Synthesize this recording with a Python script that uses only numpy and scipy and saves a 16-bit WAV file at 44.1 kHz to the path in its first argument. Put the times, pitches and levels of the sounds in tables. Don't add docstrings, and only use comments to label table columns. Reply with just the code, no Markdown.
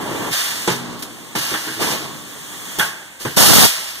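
import sys
import numpy as np
from scipy import signal
from scipy.fft import rfft, irfft
from scipy.io import wavfile

SR = 44100
rng = np.random.default_rng(int(sys.argv[2]) if len(sys.argv) > 2 else 0)


def generate_wav(signal):
    frames = np.transpose(np.atleast_2d(signal))
    scaled = np.clip(frames, -1, 1) * 32767
    pcm = np.round(scaled).astype(np.int16)
    wavfile.write(sys.argv[1], SR, pcm)


N = 176400

# frequency in Hz, relative level in dB.
THUD_SPECTRUM = [(30, -38), (70, -19), (130, -1), (210, -7), (400, 1), (600, -8), (850, -5), (1200, -9.5),
                 (1600, -9.5), (2500, -10), (4500, -18), (8000, -16), (15000, -49)]
# frequency in Hz, seconds to fall 60 dB.
THUD_DECAY = [(100, 0.328), (500, 0.1525), (2000, 0.163), (10000, 0.0595)]


def amp(db):
    return 10 ** (np.asarray(db) / 20)


def unit_rms(x):
    return x / np.sqrt(np.mean(x ** 2) + 1e-20)


def curve_at(points, hz):
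    point_hz, value = np.transpose(points)
    return np.interp(np.log(hz + 1), np.log(point_hz + 1), value)


def fader(points):
    return amp(np.interp(np.arange(N) / SR, *np.transpose(points)))


def add(mix, start, sound):
    part = mix[:, max(round(start * SR), 0):][:, :sound.shape[1]]
    part += sound[:, :part.shape[1]]


def noise(spectrum, size, tilt_db=0):
    hz = np.fft.rfftfreq(size, 1 / SR)
    colour = amp(curve_at(spectrum, hz) + tilt_db * np.log2(np.maximum(hz, 100) / 1000))
    return unit_rms(irfft(rfft(rng.standard_normal((2, size))) * colour, size))


def wander(rate_hz, size):
    hz = np.fft.rfftfreq(size, 1 / SR)
    return unit_rms(irfft(rfft(rng.standard_normal(size)) / (1 + (hz / rate_hz) ** 2), size))


def damped(x, t60, stretch=1):
    hz, t, bands = signal.stft(x, SR, nperseg=256)
    bands = bands * np.exp(-np.log(1000) * t / (stretch * curve_at(t60, hz)[:, None]))
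    return signal.istft(bands, SR, nperseg=256)[1][:, :x.shape[1]]


def airflow(bursts, spectrum, close_s, flutter_db, flutter_hz):
    out, t = np.zeros((2, N)), np.arange(SR) / SR
    for start, rise, length, db, sag, tilt in bursts:
        opening = np.minimum(t / rise, 1) * np.exp(-np.maximum(t - length, 0) / close_s)
        gain = amp(db - sag * np.minimum(t, length) + flutter_db * wander(flutter_hz, SR))
        add(out, start, opening * gain * noise(spectrum, SR, tilt))
    return out


def rattles(blows, spectrum, t60, rise_s=.00111):
    out, t = np.zeros((2, N)), np.arange(SR) / SR
    for start, db, stretch, tilt, _, _ in blows:
        rattle = damped(noise(spectrum, SR, tilt), t60, stretch)
        add(out, start, amp(db) * np.minimum(t / rise_s, 1) * rattle)
    return out


def rings(blows, modes, rise_s, focus_db, left_lag_s=.00004):
    out = np.zeros((2, N))
    t = np.maximum(np.arange(SR) / SR - np.array([[left_lag_s], [0]]), 0)
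    for start, db, stretch, _, ring_db, centre_hz in blows:
        ring = 0
        for hz, mode_db, t60 in modes:
            gain = amp(mode_db - focus_db * abs(np.log2(hz / centre_hz)))
            ring += gain * np.exp(-np.log(1000) * t / (t60 * stretch)) * np.sin(2 * np.pi * hz * t)
        add(out, start, 2 * amp(db + ring_db) * np.minimum(t / rise_s, 1) * ring)
    return out


def hall(x, near_db, near_s=.0122, near_hz=1390):
    # frequency in Hz, seconds to fall 60 dB.
    tail_t60 = [(100, 0.72), (400, 1), (1500, 0.914), (4000, 0.828), (9000, 0.56), (15000, 0.31)]
    # frequency in Hz, level in dB against the direct sound.
    tail_db = [(100, -14), (400, -10), (1500, -8), (4000, -10), (9000, -9.5), (15000, -21)]
    t, hz = np.arange(SR) / SR, np.fft.rfftfreq(SR, 1 / SR)
    echoes = rng.standard_normal((2, SR)) * (rng.random((2, SR)) < .05)
    echoes = echoes * np.exp(-t / near_s) * (t > .001)
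    treble = amp(near_db) * hz / (hz - 1j * near_hz)
    near = (1 + treble * rfft(unit_rms(echoes)) / np.sqrt(SR)) / np.sqrt(1 + abs(treble) ** 2)
    tail = damped(rng.standard_normal((2, SR)), tail_t60) * np.minimum(t / .0201, 1)
    unit_energy = np.sqrt(2 * np.log(1000) / (SR * curve_at(tail_t60, hz)))
    tail = rfft(tail) * amp(curve_at(tail_db, hz)) * unit_energy
    return signal.fftconvolve(x, irfft(near + tail, SR), axes=1)[:, :N]


def microphone(x, airborne):
    # frequency in Hz, delay in cycles.
    delay = [(0, 0), (2460, 1), (4980, 2), (7600, 3), (10450, 4), (13000, 5), (15400, 6), (22050, 9)]
    # frequency in Hz, share of the other port subtracted.
    crossfeed = [(20, .99), (2700, .99), (3600, .92), (5000, .55), (8000, .38), (15000, .28)]
    hz = np.fft.rfftfreq(N, 1 / SR)
    cycles = np.interp(hz, *np.transpose(delay))
    cross = np.clip(curve_at(crossfeed, hz), 0, .995)
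    coherence = airborne * np.sinc(2.357 * cycles)
    blend, ports = np.arcsin(coherence) / 2, rfft(x)
    ports = np.cos(blend) * ports + np.sin(blend) * ports[::-1]
    channels = ports - cross * np.exp(-2j * np.pi * cycles) * ports[::-1]
    power = 1 + cross ** 2 - 2 * cross * coherence * np.cos(2 * np.pi * cycles)
    return irfft(channels / np.sqrt(power), N)


def room_tone():
    # frequency in Hz, relative level in dB.
    spectrum = [(25, -24.5), (60, -7), (140, -6.5), (350, -3.5), (700, -2.5), (1300, -10.5), (2000, -1.96),
                (3500, -5.5), (5500, -16.5), (8000, -5), (11000, -17.5), (15000, -21.5)]
    return amp(-43) * noise(spectrum, N)


def motor(waver=.014, rumble_db=-1):
    # time in seconds, level in dB.
    load = [(0, -48.5), (.4, -57), (.52, -38), (.7, -35.5), (.9, -31.5), (1.2, -42), (1.75, -39.5),
            (2.05, -32.5), (2.3, -41.5), (2.78, -39), (2.98, -52.5), (3.85, -52), (4, -44.5)]
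    # frequency in Hz, relative level in dB.
    spectrum = [(25, -40.5), (60, -22), (130, -3.5), (300, -1.5), (550, -8.5), (1000, -7), (2000, -16),
                (5000, -17), (15000, -52.5)]
    # pitch in Hz, level in dB against the load level.
    tones = [(57, -14), (134.6, -13), (170, -12), (240, -16), (296, -14), (1104, -15)]
    hum = 0
    for hz, db in tones:
        pitch = hz * (1 + waver * wander(5.86, N))
        hum += amp(db) * np.sin(2 * np.pi * (np.cumsum(pitch) / SR + rng.random((2, 1))))
    return fader(load) * (amp(rumble_db) * noise(spectrum, N) + np.sqrt(2) * hum)


def leak():
    # time in seconds, level in dB.
    swell = [(0, -35.5), (.3, -30.5), (.7, -29), (.85, -41), (1.3, -39.5), (2.1, -36.5), (2.35, -35.5),
             (2.6, -32.5), (2.77, -29.3), (2.92, -39), (3.2, -46), (4, -47)]
    # frequency in Hz, relative level in dB.
    spectrum = [(40, -28.5), (500, -10), (1000, -3), (1900, 0.5), (2950, -3), (3330, 3), (3700, -3),
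                (4200, -6), (5300, -5), (7200, 0), (9000, -4), (12000, -8.5), (15000, -8.5)]
    return fader(swell) * noise(spectrum, N) * amp(.5 * wander(26, N))


def gust():
    # Start, rise and length in seconds, level in dB, sag in dB per second, tilt in dB per octave.
    burst = (3.367, 0.0034, 0.285, -12.4, 2.5, 0.2)
    # frequency in Hz, relative level in dB.
    spectrum = [(25, -17), (60, -9.5), (120, 0.5), (220, 1), (400, -5), (700, -7), (1200, -10.5),
                (2500, -20.5), (6000, -19.5), (15000, -48)]
    buffet = airflow([burst], spectrum, close_s=.013, flutter_db=1.92, flutter_hz=71.3)
    return buffet * np.array([[np.sqrt(2)], [0]])


def frame_knocks():
    # start in seconds, level in dB, length factor, rattle tilt in dB per octave,
    # ring offset in dB, favoured pitch in Hz.
    blows = [(.308, -27, .384, -6.5, -7, 130), (.925, -31.5, .92, 1, -1, 850),
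             (1.351, -16.5, .8, -.9, 2, 200), (1.515, -20.5, .6, .5, 0, 220), (1.533, -31, .7, 0, 13, 318),
             (1.665, -35, 1.2, 1, 13, 318), (1.69, -36, 1, 1, 9, 318), (1.765, -38, 1, 0, 15, 318),
             (1.791, -22.5, .525, -.8, -2, 400), (2.008, -32, 1.21, -1, 2, 400),
             (2.785, -20, .85, -2, -6, 130), (3.205, -36, 1.8, -.5, -6, 400), (3.25, -15.5, .7, -1, 3, 180)]
    # pitch in Hz, level in dB, seconds to fall 60 dB.
    modes = [(133.75, -19, .4), (167.76, -22, .283), (240, -22, .3), (318, -13, .25), (371.4, -20, .116),
             (430, -18, .2), (857.8, -16, .143), (979.3, -18, .207), (1444, -16, .12)]
    return rattles(blows, THUD_SPECTRUM, THUD_DECAY), rings(blows, modes, rise_s=.004, focus_db=4.5)


def steel_clanks():
    blows = [(1.025, -20.5, .103, 3.5, -27, 1600), (1.539, -16.5, .5, -.3, 1, 1900),
             (1.548, -23, .5, 2, 4, 2000), (1.681, -31, 1, -.5, 8, 1550), (1.715, -35, .8, 0, 9, 1550),
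             (2.7955, -12.5, .5, 1, 7.5, 3350), (2.802, -15.5, 1, -1.2, 6, 1500),
             (3.252, -26, 1.54, 1.5, -14, 1600)]
    # frequency in Hz, relative level in dB.
    crack = [(60, -33), (400, -25.5), (800, -4), (1200, -9), (1650, 2.5), (2300, -7), (2900, -5),
             (3400, -6), (4200, -26.5), (8500, -18), (15000, -25)]
    # frequency in Hz, seconds to fall 60 dB.
    crack_t60 = [(200, 0.414), (1500, 0.273), (4000, 0.178), (12000, 0.164)]
    # pitch in Hz, level in dB, seconds to fall 60 dB.
    modes = [(1098, -20, .3), (1495, -16, .18), (1600, -8.5, .11), (1690, -13, .09), (1830, -18, .06),
             (2050, -21, .04), (3025, -26, .3), (3290, -12, .085), (3365, -13, .07)]
    return rattles(blows, crack, crack_t60), rings(blows, modes, rise_s=.0022, focus_db=9)


def ram_landing():
    blows = [(.675, -12.5, .9, 1.4, 1, 480), (.682, -16, .7, 1, -12, 980), (.692, -19, .7, 1.5, -7, 980),
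             (.703, -18, .9, 1, -3, 200), (.724, -28, 2.7, 0, -4, 300)]
    # pitch in Hz, level in dB, seconds to fall 60 dB.
    modes = [(134.6, -19, .8), (176, -9, .14), (241, -26, 1.8), (365, -13, .08), (402, -8, .11),
             (442, -10, .09), (545, -21, .14), (858, -14, .13), (985, -10, .16), (1470, -14, .09)]
    return rattles(blows, THUD_SPECTRUM, THUD_DECAY), rings(blows, modes, rise_s=.006, focus_db=2.5)


def pipe_rush():
    # start, rise and length in seconds, level in dB, sag in dB per second,
    # tilt in dB per octave.
    bursts = [(0, 0.00082, 0.287, -25, -4, -0.48), (1.79, 0.0178, 0.166, -21, 32.5, -0.46)]
    # frequency in Hz, relative level in dB.
    spectrum = [(30, -37), (70, -16.5), (130, -3), (200, -3), (350, 0.5), (600, -5), (900, -2), (1500, -10),
                (2400, -11), (4000, -20), (8000, -26), (15000, -31)]
    return airflow(bursts, spectrum, close_s=.019, flutter_db=.97, flutter_hz=74)


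def valve_exhaust():
    bursts = [(.305, 0.0257, 0.46, -16, 41, -0.68), (.69, 0.0045, 0.0342, -21.5, 41.5, -2.5),
              (.988, 0.0044, 0.0134, -35, 150, 3), (1.022, 0.0045, 0.035, -18.5, 901.5, 1.42),
              (1.35, 0.0055, 0.49, -19.5, 27, -0.76), (1.79, 0.0293, 0.1468, -19, 20.5, -0.67),
              (1.93, 0.028, 0.13, -26.5, 58, -2.25), (2.785, 0.0023, 0.0104, -17, 102, 2.66),
              (2.81, 0.0056, 0.0697, -21.5, 112.5, 0.5), (3.19, .02, 0.18, -28, 31.5, .9),
              (3.362, 0.0098, 0.2918, -8.5, -2.5, 1.4), (3.66, 0.0286, .34, -21.5, 35.5, -0.51)]
    # frequency in Hz, relative level in dB.
    spectrum = [(40, -42), (200, -35), (600, -8.5), (1000, -5), (2000, -0.5), (3300, 0), (4100, -1.5),
                (4900, .5), (6500, -3), (8500, -3.5), (12000, -6.5), (15000, -10)]
    return airflow(bursts, spectrum, close_s=.03, flutter_db=1.0059, flutter_hz=59)


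def scene():
    air = valve_exhaust() + pipe_rush()
    hits, ringing = np.sum([ram_landing(), frame_knocks(), steel_clanks()], axis=0)
    press = hall(air + hits + leak(), near_db=-2)
    press += hall(ringing, near_db=-9)
    sound = press + motor() + room_tone()
    return microphone(sound, airborne=True) + microphone(gust(), airborne=False)


def record(dry, ceiling=1.197, cutoff_hz=15600):
    # frequency in Hz, left minus right in dB.
    balance = [(100, 0.5), (1000, -.5), (1700, -3), (2250, -0.5), (2750, 0), (5000, -1.27), (8500, 1),
               (11000, -2), (13000, -4.5), (15000, -2.5)]
    lean_db = curve_at(balance, np.fft.rfftfreq(N, 1 / SR))
    coloured = irfft(rfft(dry) * amp(np.array([lean_db, -lean_db]) / 2), N)
    saturated = coloured / (1 + (coloured / ceiling) ** 4) ** (1 / 4)
    lowpass = signal.firwin(401, cutoff_hz, window=("kaiser", 8), fs=SR)
    return signal.oaconvolve(saturated, lowpass[None], "same")


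dry = scene()
out = record(dry)
generate_wav(out)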